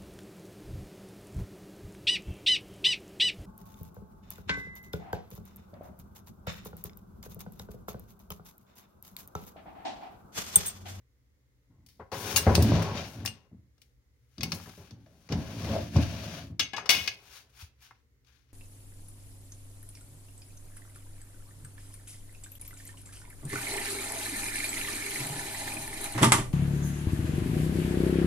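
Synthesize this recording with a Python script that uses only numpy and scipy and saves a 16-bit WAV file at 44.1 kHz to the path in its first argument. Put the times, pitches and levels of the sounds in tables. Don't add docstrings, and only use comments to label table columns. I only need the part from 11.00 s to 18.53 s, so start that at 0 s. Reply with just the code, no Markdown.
import sys
import numpy as np
from scipy import signal
from scipy.fft import rfft, irfft, next_fast_len
from scipy.io import wavfile

SR = 44100
rng = np.random.default_rng(int(sys.argv[2]) if len(sys.argv) > 2 else 0)


def unload_wav(signal):
    wavfile.write(
        sys.argv[1],
        SR,
        np.round(np.clip(np.atleast_2d(signal).T, -1, 1) * 32767).astype(np.int16),
    )


N = 332073

# time_s, boom_db, panels_db, drone_db (drawer bottom), hiss_db, hiss_top_db
STROKES = [
    [(1.118, -43, -40, -50, -45, -56), (1.2, -44, -47.5, -61, -48.5, -47.5),
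     (1.26, -39.5, -42, -57, -41, -45), (1.37, -35, -44.5, -54, -43, -45),
     (1.43, -42, -45.5, -51, -45, -56), (1.62, -21, -44.5, -57, -45, -51),
     (1.75, -23, -37, -35.5, -41, -57.5), (1.88, -37, -38.5, -47, -46, -60),
     (1.94, -32.5, -43, -55, -48.5, -63), (1.97, -40.5, -45, -45, -38, -57),
     (2.03, -40, -48.5, -46.5, -45, -60), (2.12, -48.5, -60, -63, -57, -59.5),
     (2.25, -39, -55.5, -57, -60.5, -73.5), (2.47, -74.5, -77.5, -99, -83, -97)],
    [(4.3, -32, -54, -47, -56, -75), (4.33, -35, -44, -42, -46.5, -65), (4.37, -53, -50, -54, -54, -63),
     (4.57, -37, -55, -53, -51, -60), (4.65, -33, -48.5, -50, -45.5, -56),
     (4.76, -30.5, -45.5, -31.5, -45, -56.5), (4.91, -42.5, -73, -61.5, -56.5, -64.5),
     (4.97, -24.5, -57, -45, -44.5, -58.5), (5.03, -39, -64, -48, -45, -56.5),
     (5.16, -36.5, -56, -50, -48, -59), (5.39, -43, -58, -50.5, -48.5, -59),
     (5.45, -42.5, -64, -58.5, -56, -66), (5.52, -52, -78, -80, -80.5, -81)],
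]
# start_s, boom_db, panels_db, drone_db, t60_s (time to fall 60 dB)
JOLTS = [(0.699, -58.5, -77.5, -89, 1.4), (0.994, -50, -43.5, -58, 0.2), (1.12, -38.5, -35.5, -52.5, 0.25),
         (1.464, -12, -22.5, -29.5, 0.35), (1.577, -20.5, -35.5, -35.5, 0.4), (1.64, -31, -44, -39, 0.26),
         (1.931, -33, -50, -59, 0.42), (2.14, -41.5, -65, -60, 0.4), (2.444, -74.5, -69, -92, 0.27),
         (2.513, -43.5, -82.5, -75, 0.38), (3.377, -38, -80, -70, 1.05), (3.419, -36.5, -49.5, -61, 0.64),
         (3.526, -37, -51.5, -55.5, 0.4), (3.668, -48, -54, -56, 0.21), (3.774, -46, -58, -61, 0.36),
         (3.906, -45.5, -67.5, -75.5, 0.67), (3.8, -60, -58.5, -69.5, 0.38), (4.058, -68, -82, -60.5, 0.22),
         (4.1, -58, -73, -72, 1.9), (4.315, -21, -50.5, -41.5, 0.45), (4.665, -35.5, -47, -54, 0.36),
         (4.957, -14.5, -39.5, -32.5, 0.29), (5.498, -36, -72.5, -68.5, .3),
         (5.595, -41.5, -58, -60.5, 0.42), (5.74, -55, -52.5, -57.5, 1.8), (5.9, -64, -55, -52, 0.35),
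         (5.941, -40.5, -54.5, -69, 0.55)]
# pitch_hz, level_db (relative), t60_s
CARCASS = [(62, -12.5, 0.15), (81.8, 2, 0.15), (106, 4.5, 0.081), (166.5, -1, 0.14), (217.2, -2.5, 0.084),
           (282.2, -5.5, 0.13), (339.5, -13, 0.36)]
# pitch_hz, level_db (relative), t60_s
PANELS = [(406.5, -0.5, 0.094), (488, -6.5, 0.036), (541, -6, 0.06), (765, -5.5, 0.044), (870, -7.5, 0.061),
          (982, -6.5, 0.05), (1087, -8.5, 0.066), (1425, -8.5, 0.01), (1960, -13, 0.014)]
# pitch_hz, level_db (relative), t60_s
BOTTOM = [(567, -0.5, 0.053), (640.5, -0.5, 0.057), (697, -3.5, 0.039)]
SLIPS_PER_S, JOLT_RISE_S = 250, 0.004
RADIATES_HZ = 57.65

# (per Hz, relative)
HISS = [(410, -31), (700, -4), (842, -8), (1320, -9), (1470, -5), (1990, -9.5), (2360, -6), (6200, -11.5),
        (7970, -29), (9600, -27.5), (15200, -32.5), (15900, -25.5), (16500, -43.5)]
# time_s, hiss_db, top_db
FINGERS = [(3.1, -95, -98), (3.3, -85, -86), (3.39, -68, -76), (3.45, -58, -72), (3.55, -58, -50),
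           (3.59, -56, -58.5), (3.79, -63.5, -65.5), (3.88, -64.5, -72.5), (3.97, -78.5, -87.5),
           (4.19, -74, -75.5), (4.28, -66.5, -72)]
# peak_s, hiss_db, top_db, swell_s, fade_s
SCUFFS = [(2.83, -81, -79, 0.085, 0.24), (6.17, -80, -73, 0.056, .15), (6.37, -51, -55.5, 0.31, 0.11),
          (6.62, -50, -53.5, 0.11, 0.075), (6.5, -71, -73, 0.022, 0.054), (6.825, -57, -59.5, 0.032, 0.096),
          (6.865, -58, -66.5, 0.12, 0.087), (6.91, -72, -86.5, 0.019, 0.045), (6.95, -74, -88, 0.046, 0.15),
          (7.271, -70, -79.5, 0.037, 0.44), (7.359, -71.5, -81.5, 0.14, 0.16), (7.5, -76.5, -95.5, .05, .1)]
GRAINS_PER_S, SCUFF_EDGE_DB = 5500, 30

# start_s, peak_db
KNOCKS = [(0.879, -67), (0.994, -43), (1.121, -41), (1.339, -50), (1.472, -9), (1.58, -6.5), (1.719, -8),
          (1.785, -14.5), (2.449, -66.5), (2.515, -54.5), (3.384, -44), (3.782, -51), (3.91, -46),
          (4.325, -19.5), (4.649, -26), (4.96, -17.5), (5.505, -51)]
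KNOCK_HARD_HZ = 1100

# start_s, mid_db, top_db, body_db, rattle_t60_s, ring_db (relative to mid_db), pitch_hz (rung most)
UPPER_CLACKS = [(0.862, -58, -61, -86, 0.16, -21, 6000), (0.8863, -55.5, -64, -83, 0.52, -28, 6000),
                (1.3604, -11.5, -25.5, -26, 0.14, -0.5, 5900), (1.373, -37, -27, -38, 0.21, -8, 11000),
                (1.5507, -14.5, -28.5, -31, 0.082, -12, 9000), (1.623, -28, -31.5, -47, 0.13, -13, 9000),
                (1.822, -30.5, -38.5, -34, 0.06, -18, 9000), (2.2503, -39, -39.5, -38, 0.053, -19.5, 6000),
                (2.2585, -22.5, -36, -48, 0.024, -5.5, 6000),
                (2.2747, -28.5, -60, -43.5, 0.082, -1.5, 2830), (2.779, -63, -80, -72.5, 0.052, -12, 4020),
                (2.8168, -51.5, -63.5, -76.5, 0.096, -15, 4000)]
# start_s, mid_db, top_db, body_db, rattle_t60_s, ring_db (relative to mid_db), pitch_hz (rung most)
LOWER_CLACKS = [(5.594, -14, -36, -36.5, 0.15, -5, 3500), (5.733, -35, -62.5, -44, 0.052, 8.5, 1607),
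                (5.764, -30, -60.5, -41.5, .08, 3.5, 3500), (5.779, -35.5, -61.5, -31.5, 0.28, -2, 1845),
                (5.857, -34, -61, -40, 0.13, -11, 2970), (5.891, -8.5, -27.5, -28.5, 0.022, -2, 2194),
                (5.901, -10.5, -23.5, -31.5, 0.44, -6, 2450), (6.059, -48, -70, -57, .08, -7.5, 2850),
                (6.075, -19.5, -43, -47, 0.036, -1.5, 2450)]
# start_s, mid_db, top_db, body_db
HELD_CLACKS = [(3.381, -38.5, -65, -52), (3.408, -25, -56, -50), (3.4318, -16, -29.5, -38),
               (3.5193, -17.5, -39.5, -33), (3.5494, -48, -45, -45), (3.5986, -47, -58, -44),
               (3.6585, -46, -59, -44), (3.694, -42, -65, -48), (3.735, -60, -70, -51),
               (3.908, -43, -65.5, -61), (4.061, -58, -84.5, -58.5), (4.2893, -35.5, -62, -38.5),
               (4.3221, -25, -49.5, -51), (4.9627, -27, -49, -35), (6.314, -53, -70, -69),
               (6.908, -60, -73, -44), (7.247, -60.5, -77, -75)]
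HELD_T60_S, HELD_RING_DB, HELD_PITCH_HZ = 0.083, -8, 3150
# pitch_hz, level_db (relative), t60_s
UPPER_PULL = [(2810, -5.5, 0.09), (4070, -18, 0.082), (4680, -20.5, 0.042), (6605, -2, 0.053),
              (8470, -10.5, 0.14), (9100, -19.5, 0.047), (11140, -7, 0.081), (13800, -18.5, 0.16),
              (15360, -5.5, .05), (16500, -8, .15), (15300, -12.5, 0.14)]
# pitch_hz, level_db (relative), t60_s
LOWER_PULL = [(697, -8, 0.051), (800, -1.5, 0.099), (1110, -10.5, 0.082), (1690, -10.5, 0.12),
              (2200, -4, 0.078), (2528, 2, 0.027), (2765, -7, 0.055), (2860, -6, 0.055), (2935, -6, .055),
              (3380, -1.5, 0.04), (3777, -8, 0.04), (4850, -6, 0.041), (5230, -16.5, 0.055),
              (5796, -7.5, 0.068), (6260, -1, 0.15), (15320, -28.5, .08)]
# (per Hz, relative)
CRACK = [(180, -47.5), (300, -16), (717, -10), (1830, -9), (2060, -4.5), (2790, -6), (3090, -4.5),
         (5550, 0), (7890, -10), (12600, -12.5), (14200, -16), (15700, -8), (16500, -26.5)]

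# start_s, level_db, pitch_hz, t60_s
HEEL = [(6.624, -40.5, 80.5, 0.033)]

# time_s, left_minus_right_db
PLACE = [(0.0, 6), (0.9, 4), (2.0, 2), (2.3, 7), (3.4, 5), (4.399, 2), (5.5, 2.5), (5.799, 6.5),
         (6.8, -1.5), (7.53, 12)]
PORT_SPLIT_HZ, SHADE_HZ, SCATTER_T60_S, BASS_LEFT_DB = 910, 10000, 0.066, 1.0
ROOM_T60_S, WALL_CUT_HZ, ROOM_DB = 0.35, 10000, -19.5
# (per Hz, relative)
QUIET = [(8.8, -64.5), (15, -39.5), (48, 0.5), (71, -1), (90, -15.5), (124, -3.5), (152, -25), (298, -21.5),
         (325, -29), (476, -26), (677, -40), (1630, -40), (2120, -35), (2390, -44.5), (7000, -45),
         (8000, -51), (16500, -47.5)]
QUIET_DB = -65
# pitch_hz, level_db
HUM = [(60, -88), (119, -79.5)]
MIC_LOW_HZ, CUTOFF_HZ = 58.1, 17150


def runners():
    stroke_levels = in_time(STROKES)[:3]
    boom, panels, drone = np.sqrt(stroke_levels ** 2 + shudders())
    out = boom * shaken(CARCASS, SLIPS_PER_S)
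    out += panels * shaken(PANELS, 3 * SLIPS_PER_S)
    return out + drone * shaken(BOTTOM, 3 * SLIPS_PER_S)


def shudders():
    power = np.zeros((3, N))
    for start_s, *levels_db, t60 in JOLTS:
        at = round(start_s * SR)
        t = np.arange(min(N - at, SR)) / SR
        rise = np.minimum(t / JOLT_RISE_S, 1)
        fall = amp(-60 * np.maximum(t - JOLT_RISE_S, 0) / t60)
        power[:, at:at + SR] += (amp(levels_db)[:, None] * rise * fall) ** 2
    return power


def shaken(modes, per_s):
    out = np.zeros(N)
    for hz, db, t60 in modes:
        jerks = grains(per_s, spread_db=3.5)
        out += amp(db) * rms_one(ring(jerks, hz, t60))
    return rms_one(out)


def rubbing():
    power = in_time(STROKES)[3:] ** 2 + in_time([FINGERS]) ** 2 + scuffs()
    hiss, bright = np.sqrt(power)
    fibres = np.array([grains(GRAINS_PER_S, spread_db=0.5) for side in range(2)])
    grit = colour(fibres, HISS)
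    low = rms_one(band(grit, 900, 7300))
    top = rms_one(band(grit, 9000, 18500))
    flicker = amp(1.2 * drift(30))
    return flicker * (hiss * low + bright * top)


def scuffs():
    power, t = np.zeros((2, N)), np.arange(N) / SR
    for peak_s, hiss_db, top_db, swell_s, fade_s in SCUFFS:
        away = np.where(t < peak_s, (peak_s - t) / swell_s, (t - peak_s) / fade_s)
        levels_db = np.array([[hiss_db], [top_db]])
        power += amp(levels_db - SCUFF_EDGE_DB * np.minimum(away, 5)) ** 2
    return power


def knocks():
    modes = CARCASS + [(hz, db - 7.5, t60) for hz, db, t60 in PANELS + BOTTOM]
    push = np.hanning(int(SR / KNOCK_HARD_HZ) + 3)
    force = np.zeros(SR // 2)
    force[:len(push)] = push / push.sum()
    out = np.zeros(N)
    for start_s, peak_db in KNOCKS:
        strengths_db = rng.normal(0, 2, len(modes))
        blow = sum(amp(db + own_db) * ring(force, hz, t60)
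                   for (hz, db, t60), own_db in zip(modes, strengths_db))
        at = round(start_s * SR)
        out[at:at + SR // 2] += (amp(peak_db) * blow / np.abs(blow).max())[:N - at]
    return out


def clacks(table, modes, chatter, crack_t60, tail_db, rise_s, off_pitch_db):
    grit = colour(grains(9000, spread_db=4.5), CRACK)
    edges_hz = [(1539, 6000), (9600, 18500), (411.6, 1710)]
    bands = [rms_one(band(grit, *edges)) for edges in edges_hz]
    touches = rms_one(grains(1500, spread_db=2.5))
    strengths_db = rng.normal(0, 2.0, (len(table), len(modes)))
    mode_hz = np.array(modes)[:, 0]
    t = np.arange(SR // 4) / SR
    rise = 1 - np.exp(-t / rise_s)
    out = np.zeros(N + SR)
    for (start_s, mid_db, top_db, body_db, t60, ring_db, pitch_hz), own_db in zip(table, strengths_db):
        at = round(start_s * SR)
        span = slice(at, at + len(t))
        crack = amp(-60 * t / crack_t60)
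        rattle = amp(tail_db - 60 * t / t60)
        for noise, db in zip(bands, (mid_db - 6.5, top_db, body_db)):
            out[span] += amp(db) * rise * (crack + rattle) * noise[span]
        force = rise * amp(-60 * t / (chatter * t60)) * touches[span]
        own_db = own_db - off_pitch_db * np.abs(np.log2(mode_hz / pitch_hz))
        brass = sum(amp(db + extra_db) * ring(force, hz, decay)
                    for (hz, db, decay), extra_db in zip(modes, own_db))
        out[span] += amp(mid_db + ring_db) * brass / np.abs(brass).max()
    return out[:N]


def heel():
    start_s, db, hz, t60 = HEEL[0]
    t = np.maximum(np.arange(N) / SR - start_s, 0)
    level_db = db - 60 * np.maximum(t - .02, 0) / t60
    return amp(level_db) * np.sin(2 * np.pi * hz * t)


def ports(pair):
    time_s, pan_db = np.transpose(PLACE)
    pan_db = np.interp(np.arange(N) / SR, time_s, pan_db)
    bass = twice(pair, PORT_SPLIT_HZ, "low")
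    treble = twice(pair, PORT_SPLIT_HZ, "high")
    t = np.arange(SR // 20) / SR
    scatter = rng.standard_normal(len(t)) * amp(-60 * t / SCATTER_T60_S)
    scatter /= np.sqrt(np.sum(scatter ** 2))
    shaded = signal.fftconvolve(treble[1], scatter)[:N]
    shaded = signal.sosfilt(signal.butter(1, SHADE_HZ, fs=SR, output="sos"), shaded)
    both = amp(0.15) * np.sqrt(4 / (1 + amp(-2 * pan_db)))
    treble = both * np.array([treble[0], shaded * amp(-0.5 - pan_db)])
    return bass * amp([[BASS_LEFT_DB / 2], [-BASS_LEFT_DB / 2]]) + treble


def room(x):
    size = next_fast_len(N + SR)
    w = 2 * np.pi * np.fft.rfftfreq(size)
    wall = 1 / np.sqrt(1 + (w * SR / (2 * np.pi * WALL_CUT_HZ)) ** 2)
    lags = rng.uniform(.008, .035, (2, 6, 1)) * SR
    loop = wall * amp(-60 * lags / SR / ROOM_T60_S) * np.exp(-1j * w * lags)
    echoes = (loop / (1 - loop)).sum(axis=1)
    return irfft(rfft(x, size) * echoes, size)[:, :N]


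def room_tone():
    mid, side = colour(rng.standard_normal((2, N)), QUIET)
    side_treble = signal.sosfilt(signal.butter(1, 900, "high", fs=SR, output="sos"), side)
    side = amp(-12) * side + side_treble
    t = np.arange(N) / SR
    hum = sum(amp(db - 1.0 + 2.5 * drift(3)) * np.sin(2 * np.pi * hz * t) for hz, db in HUM)
    return amp(QUIET_DB) * (mid + side * [[1], [-1]]) + hum


def amp(db):
    return 10 ** (np.asarray(db) / 20)


def rms_one(x):
    return x / np.sqrt(np.mean(x ** 2) + 1e-20)


def in_time(tables):
    quiet = [-120] * (len(tables[0][0]) - 1)
    rows = []
    for table in tables:
        before, after = table[0][0] - .008, table[-1][0] + .012
        rows += [[before, *quiet], *table, [after, *quiet]]
    rows = np.array(rows)
    t = np.arange(N) / SR
    return amp([np.interp(t, rows[:, 0], column) for column in rows[:, 1:].T])


def colour(x, spectrum):
    hz, db = np.transpose(spectrum)
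    grid = np.maximum(np.fft.rfftfreq(N + 1, 1 / SR), 1)
    gain = amp(np.interp(np.log(grid), np.log(hz), db))
    return rms_one(irfft(rfft(x, N + 1) * gain, N + 1)[..., :N])


def band(x, low_hz, high_hz):
    return signal.sosfilt(signal.butter(3, [low_hz, high_hz], "band", fs=SR, output="sos"), x)


def twice(x, hz, kind):
    sos = signal.butter(2, hz, kind, fs=SR, output="sos")
    return signal.sosfilt(sos, signal.sosfilt(sos, x))


def drift(rate_hz):
    r = np.exp(-2 * np.pi * rate_hz / SR)
    noise = rng.standard_normal(N + SR)
    return rms_one(signal.lfilter([1], [1, -2 * r, r * r], noise)[SR:])


def ring(force, hz, t60):
    r, w = amp(-60 / (t60 * SR)), 2 * np.pi * hz / SR
    return signal.lfilter([0, np.sin(w)], [1, -2 * r * np.cos(w), r * r], force + 1e-18)


def grains(per_s, spread_db):
    sizes = amp(spread_db * np.minimum(rng.exponential(1, N), 4))
    signs = rng.choice([-1, 1], N)
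    return sizes * signs * (rng.random(N) < per_s / SR)


def scene():
    upper = clacks(UPPER_CLACKS, UPPER_PULL, chatter=.15, crack_t60=0.03, tail_db=-8.0,
                   rise_s=.0006, off_pitch_db=6.0)
    held_rows = [(*row, HELD_T60_S, HELD_RING_DB, HELD_PITCH_HZ) for row in HELD_CLACKS]
    held = clacks(held_rows, LOWER_PULL, chatter=0.14, crack_t60=0.019, tail_db=-15.0,
                  rise_s=0.00069, off_pitch_db=5.5)
    lower = clacks(LOWER_CLACKS, LOWER_PULL, chatter=1.0, crack_t60=0.043, tail_db=-12.5,
                   rise_s=0.0012, off_pitch_db=14.0)
    wood = twice(runners() + knocks(), RADIATES_HZ, "high")
    solid = wood + heel() + upper + held + lower
    shared, own = rubbing()
    pair = solid + np.array([shared, .5 * shared + 0.36 * own])
    far = signal.sosfilt(signal.butter(1, 200, "high", fs=SR, output="sos"), room(pair[0]))
    return ports(pair + amp(ROOM_DB) * far) + room_tone()


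def record(dry):
    thin = signal.sosfilt(signal.butter(3, MIC_LOW_HZ, "high", fs=SR, output="sos"), dry)
    return signal.sosfilt(signal.cheby2(14, 80, CUTOFF_HZ, fs=SR, output="sos"), thin)


dry = scene()
out = record(dry)
unload_wav(out)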